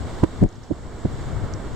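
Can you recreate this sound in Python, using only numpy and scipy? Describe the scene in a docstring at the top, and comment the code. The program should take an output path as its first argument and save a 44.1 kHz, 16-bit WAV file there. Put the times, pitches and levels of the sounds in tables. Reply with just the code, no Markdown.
"""Up in the open air, wind streams past a small camera carried in flight: a broad rush, a hiss,
an airy ring from the microphone ports and eddies buffeting them. A hand bumps the case four times,
the microphone overloads with sharp clicks on the hardest bumps, and the gear gives a few light ticks.
The loud bumps push the camera's gain control down, so the wind ducks and swells back."""
import sys
import numpy as np
from scipy import signal
from scipy.fft import rfft, irfft
from scipy.io import wavfile
from scipy.ndimage import uniform_filter1d

SR = 44100
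rng = np.random.default_rng(int(sys.argv[2]) if len(sys.argv) > 2 else 0)


def dump_mix(stems):
    """Bounce the given channels to the path in sys.argv[1] as a 16-bit WAV at rate SR."""
    frames = np.atleast_2d(stems).T  # one column per channel
    limited = np.clip(frames, -1, 1)  # hard clip at full scale
    pcm = np.round(limited * 32767).astype(np.int16)
    wavfile.write(sys.argv[1], SR, pcm)


N = 77175

# Tone of the rushing air. Each row: frequency in Hz, relative level in dB.
RUSH_EQ = [(40, 6), (110, 1), (200, -3), (310, -2.5), (500, -8), (750, -11), (1000, -13), (1500, -17.5),
           (2200, -23.5), (3000, -34.5), (6000, -62)]
# Fader ride on the rush. Each row: time in seconds, level in dB.
RUSH_RIDE = [(0, -31), (.2, -32.5), (.4, -31), (.6, -35.5), (.9, -32.5), (1.1, -32), (1.4, -31),
             (1.75, -32)]
# Tone of the hiss. Each row: frequency in Hz, relative level in dB.
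HISS_EQ = [(1000, 9), (2400, -2.5), (3300, 5), (4500, 2), (5800, -4), (8000, -8.5), (9000, -8.5),
           (10000, -18.5), (15500, -23)]
# Fader ride on the hiss. Each row: time in seconds, level in dB.
HISS_RIDE = [(0, -46.5), (.2, -45.5), (.45, -46.5), (.65, -48), (.82, -49.5), (1.02, -47.5), (1.17, -47),
             (1.45, -49.5), (1.75, -49)]
# Airy resonances of the ports. Each row: pitch in Hz, width in Hz, relative level in dB.
PORT_RESONANCES = [(5350, 640, -5.5), (6740, 410, -1), (7526, 290, 0.5), (7890, 330, -1)]
# How hard the airflow rings the ports. Each row: time in seconds, level in dB.
PORT_RIDE = [(0, -54.5), (.3, -54.5), (.62, -56), (.82, -53), (.93, -56), (1.02, -52), (1.08, -58.5),
             (1.15, -53), (1.45, -57), (1.75, -55)]
# Tone of the buffeting. Each row: frequency in Hz, relative level in dB.
BUFFET_EQ = [(15, -23.5), (35, -15), (70, 5), (105, 2), (160, -7.5), (300, -30), (700, -41), (2000, -68)]
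# Gusts that drive the buffeting. Each row: time in seconds, level in dB.
GUST_RIDE = [(0, -34), (.1, -29), (.2, -32.5), (.6, -40), (.95, -34.5), (1.1, -28.5), (1.25, -30),
             (1.36, -21.5), (1.5, -30.5), (1.75, -31.5)]
# Ticks and scuffs of the gear. Each row: time in seconds, peak in dB, pitch in Hz,
# rise and decay in seconds, left over right in dB.
GEAR_TICKS = [(0.49, -32.5, 6700, .002, .003, -1), (.528, -41, 5300, 0.0049, .005, -16),
              (0.558, -40, 6000, 0.0053, 0.0041, -2), (0.636, -39, 5530, 0.0086, 0.032, -12),
              (1.5374, -24.5, 5740, 0.00024, 0.00094, -8)]
# Microphone overload clicks. Each row: time in seconds, peak in dB, left over right in dB.
OVERLOAD_CLICKS = [(0.2385, -16, 5), (0.4315, -21, 1.5), (0.4382, -16.5, 5)]
# Tone of the overload clicks. Each row: frequency in Hz, relative level in dB.
OVERLOAD_EQ = [(300, -29), (1500, 20), (4000, 1), (8000, 3), (15500, -15)]
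# Hand contacts, bunched into four bumps. Each row: time in seconds, level in dB,
# rise and decay in seconds, low cut and high cut in Hz, left over right in dB.
BUMP_HITS = [(0.2359, -3, 0.0029, 0.011, 104, 1330, -1.5), (0.242, -11, 0.0011, 0.0055, 202, 3980, -11),
             (.419, -9, 0.0056, 0.0096, 67, 278, 2), (0.43, 0, 0.0062, 0.014, 118, 640, -1),
             (0.439, -1.5, 0.0054, 0.013, 16, 700, 10), (0.462, -9, .007, 0.0041, 43, 820, -1),
             (0.713, -10, 0.0074, 0.009, 290, 555, -13), (.725, -15.5, .003, 0.0043, 54, 330, -8),
             (1.055, -9.5, 0.0081, 0.0072, 79, 724, -5)]
# Body of the case. Each row: pitch in Hz, width in Hz, relative level in dB.
CASE_RESONANCES = [(36.6, 26, 11.5), (85, 76, 5.5), (167.2, 69, 2), (246, 81, -4), (324, 98, -4),
                   (416, 42, -15), (587, 65, -17.5), (722, 42, -15), (962, 80, -15.5), (1270, 240, -30),
                   (2280, 990, -36.5)]
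# Narrow notches in the camera's treble. Each row: centre in Hz, half-width in Hz, depth from 0 to 1.
CAMERA_NOTCHES = [(2505, 94, 1), (5060, 33, 1), (5690, 16, 0.8), (7610, 42, 1), (9650, 60, 0.86)]


def undb(db):
    """Decibels to gain."""
    return 10 ** (np.asarray(db) / 20)


def unit(x):
    """Scale to an rms of 1."""
    return x / np.sqrt(np.mean(x ** 2) + 1e-20)


def freqs():
    """Frequency of each spectral bin in Hz."""
    return np.maximum(np.arange(N // 2 + 1) * SR / N, .01)


def filtered(x, response):
    """Apply a frequency response."""
    return irfft(rfft(x) * response, N)


def eq(points):
    """EQ curve through (Hz, dB) points."""
    hz, db = np.array(points).T
    return undb(np.interp(np.log(freqs()), np.log(hz), db))


def resonance(hz, width):
    """Response of one damped mode, gain 1 at its centre."""
    f = freqs()
    return 1 / (1 + 1j * (f * f - hz * hz) / (f * width))


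def ride(t, points):
    """Gain of a fader moving through (seconds, dB) points."""
    return undb(np.interp(t, *np.array(points).T))


def pan(db):
    """Constant-power gains that put the left db above the right."""
    return unit(undb(np.array([[db], [-db]]) / 2))


def stereo(mid, side, correlation):
    """Spread two noises to left and right; higher correlation narrows the image."""
    spread = np.sqrt(1 - correlation) * side * np.array([[1], [-1]])
    return (np.sqrt(1 + correlation) * mid + spread) / np.sqrt(2)


def air_noise(tone, correlation):
    """Steady stereo noise of the given tone, at an rms of 1."""
    mid, side = rng.standard_normal((2, N))
    return unit(filtered(stereo(mid, side, correlation), tone))


def wander(rate_hz):
    """Smooth random drift with a spread of 1."""
    slow = np.exp(-(freqs() / rate_hz) ** 2) * (freqs() > 1)
    return unit(filtered(rng.standard_normal(N), slow))


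def short_power(x, window_s=.0047):
    """Running mean power of each channel."""
    return uniform_filter1d(x ** 2, int(window_s * SR))


def contact(age, rise, decay, correlation):
    """Rough contact force: a noise burst with a rounded rise up to age 0, then an exponential tail."""
    fade = (np.minimum(age, 0) / rise) ** 2 + np.maximum(age, 0) / decay
    envelope = np.exp(-np.minimum(fade, 60))
    force = rng.standard_normal((2, N)) * envelope
    for _ in range(3):  # even out the spectrum while keeping the burst short
        spectrum = rfft(force)
        force = irfft(spectrum / (np.abs(spectrum) + 1e-12), N) * envelope ** .5
    return stereo(unit(force[0]), unit(force[1]), correlation)


def port_ring(t):
    """The airflow rings the microphone ports, a faint airy band in the treble."""
    tone = sum(undb(db) * np.abs(resonance(hz, width)) ** 2 for hz, width, db in PORT_RESONANCES)
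    return air_noise(tone, correlation=.39) * ride(t, PORT_RIDE)


def hiss(t, turbulence, flutter_db=.5):
    """The bright top of the wind, fluttering with the turbulence."""
    gain = ride(t, HISS_RIDE) * undb(flutter_db * turbulence)
    return air_noise(eq(HISS_EQ), correlation=.39) * gain


def rush(t, turbulence, flutter_db=.56):
    """The broad body of the airstream, a little to the right, fluttering with the turbulence."""
    gain = ride(t, RUSH_RIDE) * undb(flutter_db * turbulence)
    return air_noise(eq(RUSH_EQ), correlation=.72) * gain * pan(-2.5)


def buffet(t, flutter_db=5):
    """Eddies beat on the ports, mainly the left one, in a lumpy low rumble."""
    rumble = air_noise(eq(BUFFET_EQ), correlation=.3)
    eddies = unit(rumble * undb(flutter_db * wander(rate_hz=14)))
    return eddies * ride(t, GUST_RIDE) * pan(11.5)


def gear_ticks(t, width_hz=1700, high_cut_hz=7500):
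    """Light contacts on the gear ring briefly in the treble."""
    high_cut = np.hypot(1, (freqs() / high_cut_hz) ** 8)
    out = 0
    for at, db, hz, rise, decay, pan_db in GEAR_TICKS:
        force = contact(t - at, rise, decay, correlation=1)
        ring = filtered(force, resonance(hz, width_hz) ** 2 / high_cut)
        out += ring / np.abs(ring).max() * undb(db) * pan(pan_db)
    return out


def overload_clicks(t, decay_s=.00059):
    """Sharp clicks of the microphone overloading: very short bursts placed on the hardest bumps."""
    out = 0
    for at, db, pan_db in OVERLOAD_CLICKS:
        burst = contact(t - at, decay_s / 2, decay_s, correlation=.34)
        click = filtered(burst, eq(OVERLOAD_EQ))
        out += click / np.abs(click).max() * undb(db) * pan(pan_db)
    return out


def hand_bumps(t):
    """Rough pushes ring the case, each with its own low and high cut, from dull thud to brighter knock."""
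    modes = [undb(db) * np.abs(resonance(hz, width)) ** 1.527 for hz, width, db in CASE_RESONANCES]
    body = np.sqrt(sum(mode ** 2 for mode in modes))
    out = 0
    for at, db, rise, decay, low_cut_hz, high_cut_hz, pan_db in BUMP_HITS:
        low_cut = np.hypot(1, (low_cut_hz / freqs()) ** 2)
        high_cut = np.hypot(1, (freqs() / high_cut_hz) ** 4)
        force = contact(t - at, rise, decay, correlation=.5)
        thud = filtered(force, body / low_cut / high_cut)
        loudest_rms = np.sqrt(short_power(thud).max(axis=1, keepdims=True))
        out += thud / loudest_rms * undb(db) * pan(pan_db)
    return out


def scene():
    """A stereo bed of wind with the handling noise on top."""
    t = np.arange(N) / SR
    turbulence = wander(rate_hz=16)
    wind = rush(t, turbulence) + buffet(t) + hiss(t, turbulence) + port_ring(t)
    return wind + hand_bumps(t) + overload_clicks(t) + gear_ticks(t)


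def record(dry):
    """The camera ducks fast on loud bumps and recovers slowly, rounds the peaks and trims the treble."""
    threshold_db, attack_s, release_db_per_s = -6.5, .014, 10
    ceiling, high_cut_hz = 1.05, 15850
    level_db = 10 * np.log10(np.maximum(short_power(dry).max(axis=0), 1e-12))
    over_db = np.maximum(level_db - threshold_db, 0)
    climb_db = release_db_per_s * np.arange(N) / SR
    duck_db = np.maximum.accumulate(over_db + climb_db) - climb_db  # catch each peak, then let go
    out = dry * undb(-uniform_filter1d(duck_db, int(attack_s * SR)))
    out = out / (1 + (out / ceiling) ** 4) ** (1 / 4)  # soft clip
    for hz, half_width, depth in CAMERA_NOTCHES:
        out = filtered(out, 1 - depth * resonance(hz, 2 * half_width))
    return signal.sosfilt(signal.ellip(10, .2, 80, high_cut_hz, fs=SR, output="sos"), out)


dry = scene()
out = record(dry)
dump_mix(out)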